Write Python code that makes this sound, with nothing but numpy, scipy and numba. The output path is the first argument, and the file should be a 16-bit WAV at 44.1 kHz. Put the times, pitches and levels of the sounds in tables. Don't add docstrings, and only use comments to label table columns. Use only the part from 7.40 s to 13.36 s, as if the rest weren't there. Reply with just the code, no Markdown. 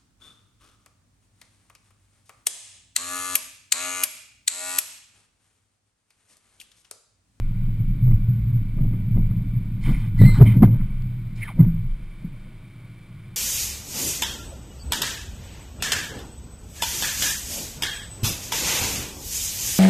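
import sys
import numpy as np
from scipy import signal
from scipy.fft import rfft, irfft
from scipy.io import wavfile
from scipy.ndimage import uniform_filter1d
from numba import njit

SR = 44100
rng = np.random.default_rng(int(sys.argv[2]) if len(sys.argv) > 2 else 0)


def unload_audio(sound):
    columns = np.transpose(np.atleast_2d(sound))
    steps = np.round(np.clip(columns, -1, 1) * 32767)
    wavfile.write(sys.argv[1], SR, steps.astype(np.int16))


def boost(x):
    u = np.asarray(x, float) / 20
    return 10 ** u


N = 262836


def unit_rms(x):
    return x / np.sqrt(np.mean(x ** 2))


def curves(table, rest_db=None):
    s, *columns = np.transpose(table)
    return [np.interp(np.arange(N) / SR, s, column, rest_db, rest_db) for column in columns]


@njit
def svf(x, hz, width):
    y, band, low, last, g, k = np.empty(len(x)), 0., 0., 0., 0., 0.
    for i in range(len(x)):
        if hz[i] != last:
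            last, g, k = hz[i], np.tan(np.pi * hz[i] / SR), width / hz[i]
        v = (band + g * (x[i] - low)) / (1 + g * (g + k))
        band, low, y[i] = 2 * v - band, low + 2 * g * v, k * v
    return y


def steep(x, hz, width):
    x = np.pad(x, (12000, 0), "wrap")
    hz = np.pad(hz + np.zeros(N), (12000, 0), "edge")
    once = svf(x, hz, 1.195 * width)
    return svf(once, hz, 1.195 * width)[-N:]


def body(x, modes):
    out = 0
    for k, (hz, width, db) in enumerate(modes):
        out = out + (-1) ** k * boost(db) * unit_rms(steep(x, hz, width))
    return out


def steady(x, span_s):
    k = int(span_s * SR)
    power = uniform_filter1d(uniform_filter1d(x ** 2, k), k)
    return x / np.sqrt(power + 1e-9)


def walk(rate):
    k = int(SR / rate)
    held = np.repeat(rng.standard_normal(N // k + 1), k)
    return 1.3 * uniform_filter1d(uniform_filter1d(held, k), k)[:N]


def swells(rows):
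    t = np.arange(N) / SR
    return sum(boost(2 * db) * np.exp(-((t - s) / half) ** 2) for s, db, half in rows)


# f/Hz, width/Hz, level/dB
HOUSING = [(604, 540, -5.5), (1047, 150, 0), (1458, 99, -8.5), (2100, 100, -0.5), (2281, 173, 4),
           (3140, 150, -4), (3326, 560, -7), (4700, 900, -43.5)]


def station_hum():
    noise = rng.standard_normal(N)
    wall = unit_rms(steep(noise, 1400.0, 2500.0))
    cavity = unit_rms(body(noise, HOUSING))
    return boost(-57.5) * unit_rms(cavity + boost(-1.5) * wall)


# f/Hz, width/Hz, level/dB
MOTORS = [(159, 31, -4.5), (280, 24, -9), (372, 37, -19)]


def station_motors():
    return boost(-57.5) * unit_rms(body(rng.standard_normal(N), MOTORS))


def wheel_song():
    start_s, end_s, hz, db = 0.86, 0.99, 1480, -66
    t = np.arange(N) / SR
    fade = np.clip(np.minimum(t - start_s, end_s - t) / 0.03, 0, 1)
    return boost(db) * fade * np.sin(2 * np.pi * hz * t)


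# t/s, length/s, level/dB, low cavity level/dB, hiss level/dB
AIR = [(2.406, .05, -57.5, -20, -4), (2.425, 0.25, -43, -5, -14.5), (2.755, 0.42, -47.5, -1.5, -9.5),
       (2.937, 0.1, -52.5, 8.5, -6.5), (3.056, .05, -40, -14.5, -27), (3.087, .08, -47.5, -9, -42),
       (3.22, 0.036, -40.5, 6.5, -12), (3.295, 0.33, -59.5, 1.5, -27.5), (3.948, .08, -60.5, -17, -4),
       (3.972, 0.12, -54.5, -11, -14), (4.038, 0.045, -47.5, -12, -20), (4.074, 0.06, -48.5, -1, -17.5),
       (4.174, 0.14, -57.5, 3, -17)]


def air_flow():
    attack_share, sag_db, release_db_per_s, upper_db = 0.18, 14.5, 350.5, -8
    out = 0
    for s, length, db, low_db, hiss_db in AIR:
        t = np.maximum(np.arange(N) / SR - s, 0)
        fall_db = sag_db * t / length + release_db_per_s * np.maximum(t - length, 0)
        opening = np.minimum(t / (attack_share * length), 1)
        cavity_gain = boost(np.c_[[low_db, 0, upper_db, hiss_db]])
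        out = out + opening * boost(db - fall_db) * cavity_gain
    return out


# f/Hz, width/Hz, level/dB
CAVITIES = [
    [(925, 220, 2), (1195, 160, -2), (1464, 150, 0.5), (1760, 240, -7)],
    [(2080, 220, -2.5), (2326, 310, -3)],
    [(3102, 230, 3.5), (3580, 330, -1.5)],
    [(4250, 880, 3.5), (5240, 440, 0), (5740, 440, -6)],
]


def brake_air():
    noise = rng.standard_normal(N)
    out = 0
    for flow, modes in zip(air_flow(), CAVITIES):
        flutter = boost(2 * walk(rate=70))
        out = out + flow * flutter * unit_rms(body(noise, modes))
    return boost(3.5) * out


# t/s, f/Hz, level/dB
VALVE = [
    (3.98, 2050, -52),
    (4.0, 2160, -56),
    (4.033, 2200, -30.5),
    (4.05, 1950, -46),
    (4.085, 1200, -46),
    (4.105, 850, -44.5),
    (4.115, 694, -48.5),
    (4.125, 600, -67.5),
]


def valve_whistle():
    hz = curves(VALVE)[0]
    narrow = unit_rms(steep(rng.standard_normal(N), hz, 240.))
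    broad = unit_rms(steep(rng.standard_normal(N), hz, 700.))
    return boost(curves(VALVE, rest_db=-120)[1]) * unit_rms(narrow + 0.36 * broad)


# t/s, peak level/dB
TICKS = [
    (3.6224, -38.5),
    (4.2098, -41),
]


def settling_ticks():
    t = np.arange(N) / SR
    puff = sum((t > s) * boost(db - 5.5) * np.exp(-np.abs(t - s) / 0.00061) for s, db in TICKS)
    return puff * unit_rms(steep(rng.standard_normal(N), 4200., 3500.))


# t/s, f/Hz, level/dB, octave level/dB, roughness/0-1
SQUEAL = [
    (2.775, 2080, -57.5, -72.5, .7),
    (2.795, 2006, -37.5, -50, 0.7),
    (2.825, 1920, -39.5, -46.5, 0.45),
    (2.85, 1945, -42, -47.5, .6),
    (2.858, 2093, -37.5, -46.5, 0.2),
    (2.89, 2066, -31, -44.5, 0.03),
    (2.93, 2070, -40.5, -44.5, 0.2),
    (2.955, 1990, -44, -46.5, 0.7),
    (2.99, 2080, -64.5, -55.5, 0.3),
]


def pad_squeal():
    hz, _, _, rough = curves(SQUEAL)
    _, db, octave_db, _ = curves(SQUEAL, rest_db=-120)
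    waver = unit_rms(uniform_filter1d(rng.standard_normal(N), size=200))
    phase = 2 * np.pi * np.cumsum(hz + 40 * rough * waver + 5 * waver) / SR
    noise = rng.standard_normal(N)
    out = 0
    for k, level_db, width in ((1, db, 89.0), (2, octave_db, 370.0)):
        smear = unit_rms(steep(noise, k * hz, width))
        share = np.clip(k * rough, 0, 1)
        haze = (k - 1) * boost(2 * -5)
        tone = np.sqrt(2 - 2 * share) * np.sin(k * phase)
        out = out + boost(level_db) * (tone + np.sqrt(share + haze) * smear)
    return out


def rail_jolts(rate, scatter_db):
    hit = rng.random(N) < rate / SR
    return hit * rng.standard_normal(N) * boost(scatter_db * rng.exponential(size=N))


# t/s, shake level/dB
SHAKE = [(0.0, -33), (0.5, -27.5), (1.3, -30), (1.8, -27.5), (2.3, -29), (2.765, -28.5), (2.82, -14.5),
         (2.96, -24.5), (3.14, -22), (3.3, -24), (3.56, -34.5), (3.85, -33.5), (4.14, -35.5), (4.22, -29),
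         (4.42, -31.5), (4.58, -42), (5.3, -42.5), (5.96, -41)]


def wheel_shake():
    return curves(SHAKE)[0] + 29.5


# f/Hz, width/Hz, level/dB
SWAY = [
    (23, 2.7, 2),
    (35.5, 8, -16.5),
]
# t/s, level/dB, half length/s
LURCHES = [(0.052, -20.5, 0.067), (0.27, -21, 0.077), (0.5, -19.5, .05), (0.73, -16, .08),
           (1.234, -25.5, 0.081), (1.42, -19.5, 0.086), (1.62, -29, 0.042), (1.804, -16.5, 0.056),
           (2.05, -28.5, 0.27), (2.529, -17, .07), (2.87, -14, 0.077), (3.05, -27, .05), (3.24, -24, .05),
           (3.41, -19, 0.036), (3.58, -24, 0.088), (3.9, -34.5, 0.17), (4.27, -23.5, .07), (4.49, -23, 0.1),
           (4.75, -37.5, 0.15), (4.98, -37.5, .1), (5.18, -43.5, 0.043)]


def mount_sway(jolts, shake):
    level = np.sqrt(boost(2 * (-39.5 + 1 * shake)) + swells(LURCHES))
    t = np.arange(N) / SR
    first_swing = 0.21 * np.exp(-t / 0.008) * np.cos(2 * np.pi * SWAY[0][0] * t)
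    return level * steady(body(jolts, SWAY), 0.085) + first_swing


# f/Hz, width/Hz, level/dB
SHUDDER = [
    (53, 4.8, 0),
]
# t/s, level/dB, half length/s
KICKS = [
    (1.033, -25, 0.03),
    (1.384, -33.5, .06),
    (2.009, -37, 0.26),
    (2.49, -29, .06),
    (2.853, -23, .04),
    (3.023, -18.5, 0.03),
    (3.231, -18, 0.022),
    (3.5, -35.5, 0.046),
    (4.231, -43, .06),
    (5.286, -70, 0.11),
]


def mount_shudder(jolts, shake):
    level = np.sqrt(boost(2 * (-42 + 1.2 * shake)) + swells(KICKS))
    return level * steady(body(jolts, SHUDDER), 0.13)


def part_level(shake, blown, db, slope, blow_db, uneven_db, more=0):
    rolling_power = boost(2 * (db + slope * shake + uneven_db * walk(rate=14)))
    return np.sqrt(rolling_power + boost(2 * blow_db) * blown + more)


# f/Hz, width/Hz, level/dB
FRAME = [
    (108, 17, -3),
    (123.45, 19, -6.5),
]
# t/s, level/dB, half length/s
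SWELLS = [(0.04, -23.5, 0.017), (0.24, -30, 0.15), (0.41, -21, 0.026), (0.5, -26.5, 0.02),
          (0.63, -16.5, 0.013), (0.675, -11.5, 0.027), (0.745, -12.5, 0.013), (0.905, -17, 0.046),
          (1.0, -25, 0.021), (1.08, -22, 0.013), (1.15, -17, 0.043), (1.52, -24.5, 0.031),
          (1.89, -22.5, 0.026), (1.97, -21.5, 0.017), (2.17, -16.5, 0.01), (2.35, -24.5, 0.016),
          (2.7, -27, 0.01), (3.04, -8.5, 0.024), (3.19, -15, 0.019), (3.28, -15.5, 0.018),
          (3.33, -14.5, 0.025), (3.42, -24.5, .025), (3.67, -28.5, .04), (3.88, -27.5, 0.02),
          (4.0, -29.5, 0.034), (4.235, -11, 0.019), (4.36, -44, 0.034), (4.43, -30.5, 0.034)]


def frame_boom(jolts, shake, blown):
    level = part_level(shake, blown, db=-28, slope=1.3, blow_db=-30, uneven_db=3, more=swells(SWELLS))
    return level * steady(body(jolts, FRAME), 0.034)


# f/Hz, width/Hz, level/dB
PANELS = [
    (156.05, 16.6, -2.5),
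    (184.9, 28.3, -1),
]


def panel_drone(jolts, shake, blown):
    level = part_level(shake, blown, db=-33.5, slope=1.3342, blow_db=16.5, uneven_db=1.5)
    return level * steady(body(jolts, PANELS), 0.06)


# f/Hz, width/Hz, level/dB
SEATS = [
    (222.5, 33, -0.5),
    (259.2, 40, 0),
]


def seat_drone(jolts, shake, blown):
    level = part_level(shake, blown, db=-46, slope=1.35, blow_db=11.5, uneven_db=1.7)
    return level * steady(body(jolts, SEATS), 0.06)


# f/Hz, width/Hz, level/dB
RATTLE = [(332.5, 28, 7.5), (433, 190, -5.5), (527, 81, -4), (613, 55, -4), (710, 240, -12), (938, 82, -8)]


def loose_rattle(shake, blown):
    level = part_level(shake, blown, db=-58.5, slope=0.27, blow_db=0, uneven_db=0.6)
    return level * steady(body(rng.standard_normal(N), RATTLE), 0.029)


def after_shake():
    peak_s, rise_s, fall_s, hardest_db = 0.0075, 0.022, 0.034, -37
    out, t = np.zeros(N + SR), np.arange(-.1 * SR, .2 * SR) / SR
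    late = t - peak_s
    shape = np.exp(-2 * np.where(late < 0, (late / rise_s) ** 2, late / fall_s))
    for s, _, _, blow_db, _ in JOINTS + JAWS:
        i = int((s + t[0]) * SR)
        out[i:i + len(t)] += boost(2 * min(blow_db, hardest_db)) * shape
    return out[:N]


def rolling():
    shake, blown = wheel_shake(), after_shake()
    jolts = rail_jolts(rate=340, scatter_db=2.5)
    mount = mount_sway(jolts, shake) + mount_shudder(jolts, shake)
    car = frame_boom(jolts, shake, blown) + panel_drone(jolts, shake, blown) + seat_drone(jolts, shake, blown)
    return mount + car + loose_rattle(shake, blown)


# f/Hz, width/Hz, level/dB
CLANK = [
    [(324, 36, 4.5), (399, 65, 4.5), (553, 65, -8), (750, 26, -6)],
    [(998, 96, 0), (1191, 22, 0), (1299, 41, -4.5), (1470, 180, -16.5), (1740, 170, -10.5), (2090, 53, 1.5)],
]
# t/s, ring peak level/dB, ring f/Hz, blow level/dB, bright clank level/dB
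JOINTS = [(0.283, -40, 102, -57, -69), (0.401, -29, 108.4, -57, -62), (0.674, -28, 110, -46, -53.5),
          (0.708, -16.5, 135, -46, -45.5), (0.883, -3, 109.2, -56, -68), (1.383, -26, 119, -46.5, -51),
          (1.406, -7.5, 119.7, -58, -54), (1.443, -12, 137, -47, -58), (1.532, -23, 108, -46, -50.5),
          (1.76, -22, 110, -50.5, -49), (1.772, -10.5, 114, -40.5, -53), (1.907, -16.5, 102, -53, -52.5),
          (1.964, -23, 167, -62, -57)]
JAWS = [(2.487, -3.5, 130.5, -34.5, -37.5), (2.813, -16, 170, -31.5, -35), (2.849, 2, 115, -41.5, -49.5),
        (2.885, 1, 115.6, -39.5, -38), (2.995, -22, 151, -22.5, -46), (3.007, 9.5, 131, -28, -36.5),
        (3.016, -9.5, 138.4, -32.5, -41.5), (3.052, -8, 129.5, -38.5, -42), (3.12, -13, 148, -46, -53.5),
        (3.162, -14, 170.5, -39.5, -48), (3.22, 6.5, 193, -31.5, -41.5), (3.227, -15, 149.7, -11, -27.5),
        (3.2352, 4, 118.3, -32, -42), (3.273, -10, 117, -42.5, -48), (3.331, -28, 125, -47, -51),
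        (3.406, -11, 117.3, -54, -47), (4.189, 0, 146, -39.5, -45), (4.201, 5, 154, -33.5, -42),
        (4.241, -18, 103, -46, -51), (4.841, -16, 166.5, -56, -60), (4.913, -23, 125, -63, -84),
        (5.069, -29, 108, -61, -70)]
LAST_RING = (4.262, -8.5, 163.5, -74, -77.5)


def blows():
    ring, clank = np.zeros(N), np.zeros((2, N))
    t = np.arange(int(.6 * SR)) / SR
    sag = t + .25 * .01 * (1 - np.exp(-t / 0.014))
    early = 1000
    clank_shape = np.exp(-((t - early / SR - 0.008) / 0.0052) ** 2)
    for row in JOINTS + JAWS + [LAST_RING]:
        s, db, hz, *clank_db = row
        i = int(s * SR)
        t60 = 0.47 if row is LAST_RING else 14.2 / hz
        shape = (1 - np.exp(-(t / .005) ** 2)) * boost(-60 * t / t60)
        ring[i:i + len(t)] += boost(db - 6) * shape / shape.max() * np.sin(2 * np.pi * hz * sag)
        clank[:, i - early:i - early + len(t)] += boost(np.c_[clank_db]) * clank_shape
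    noise = rng.standard_normal(N)
    clanks = sum(force * steady(body(noise, modes), 0.0033) for force, modes in zip(clank, CLANK))
    return ring + boost(-2.0) * clanks


def scene():
    station = station_hum() + station_motors()
    brakes = brake_air() + valve_whistle() + pad_squeal()
    mono = station + brakes + wheel_song() + settling_ticks() + rolling() + blows()
    return np.array([mono, mono])


def band_limit(x):
    return signal.sosfilt(signal.butter(12, 15520, fs=SR, output="sos"), x)


def record(dry):
    hold_hz, mirror_db, left_lag_s = 12000, 0, 2.35e-5
    slow = signal.resample_poly(dry[0], 40, 147, padtype="edge")
    held = signal.resample_poly(np.repeat(slow, 4), 147, 160, padtype="edge")
    held = np.pad(held, (999, 1999), "edge")[:N + 2000]
    hz = np.fft.rfftfreq(len(held), 1 / SR)
    mirror = np.where(hz > hold_hz / 2, boost(mirror_db), 1)
    lag = np.exp(-2j * np.pi * hz * np.array([[left_lag_s], [0]]))
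    both = irfft(rfft(held) * mirror * lag, len(held))[:, 999:999 + N]
    return band_limit(np.clip(both, -1, 1))


dry = scene()
out = record(dry)
unload_audio(out)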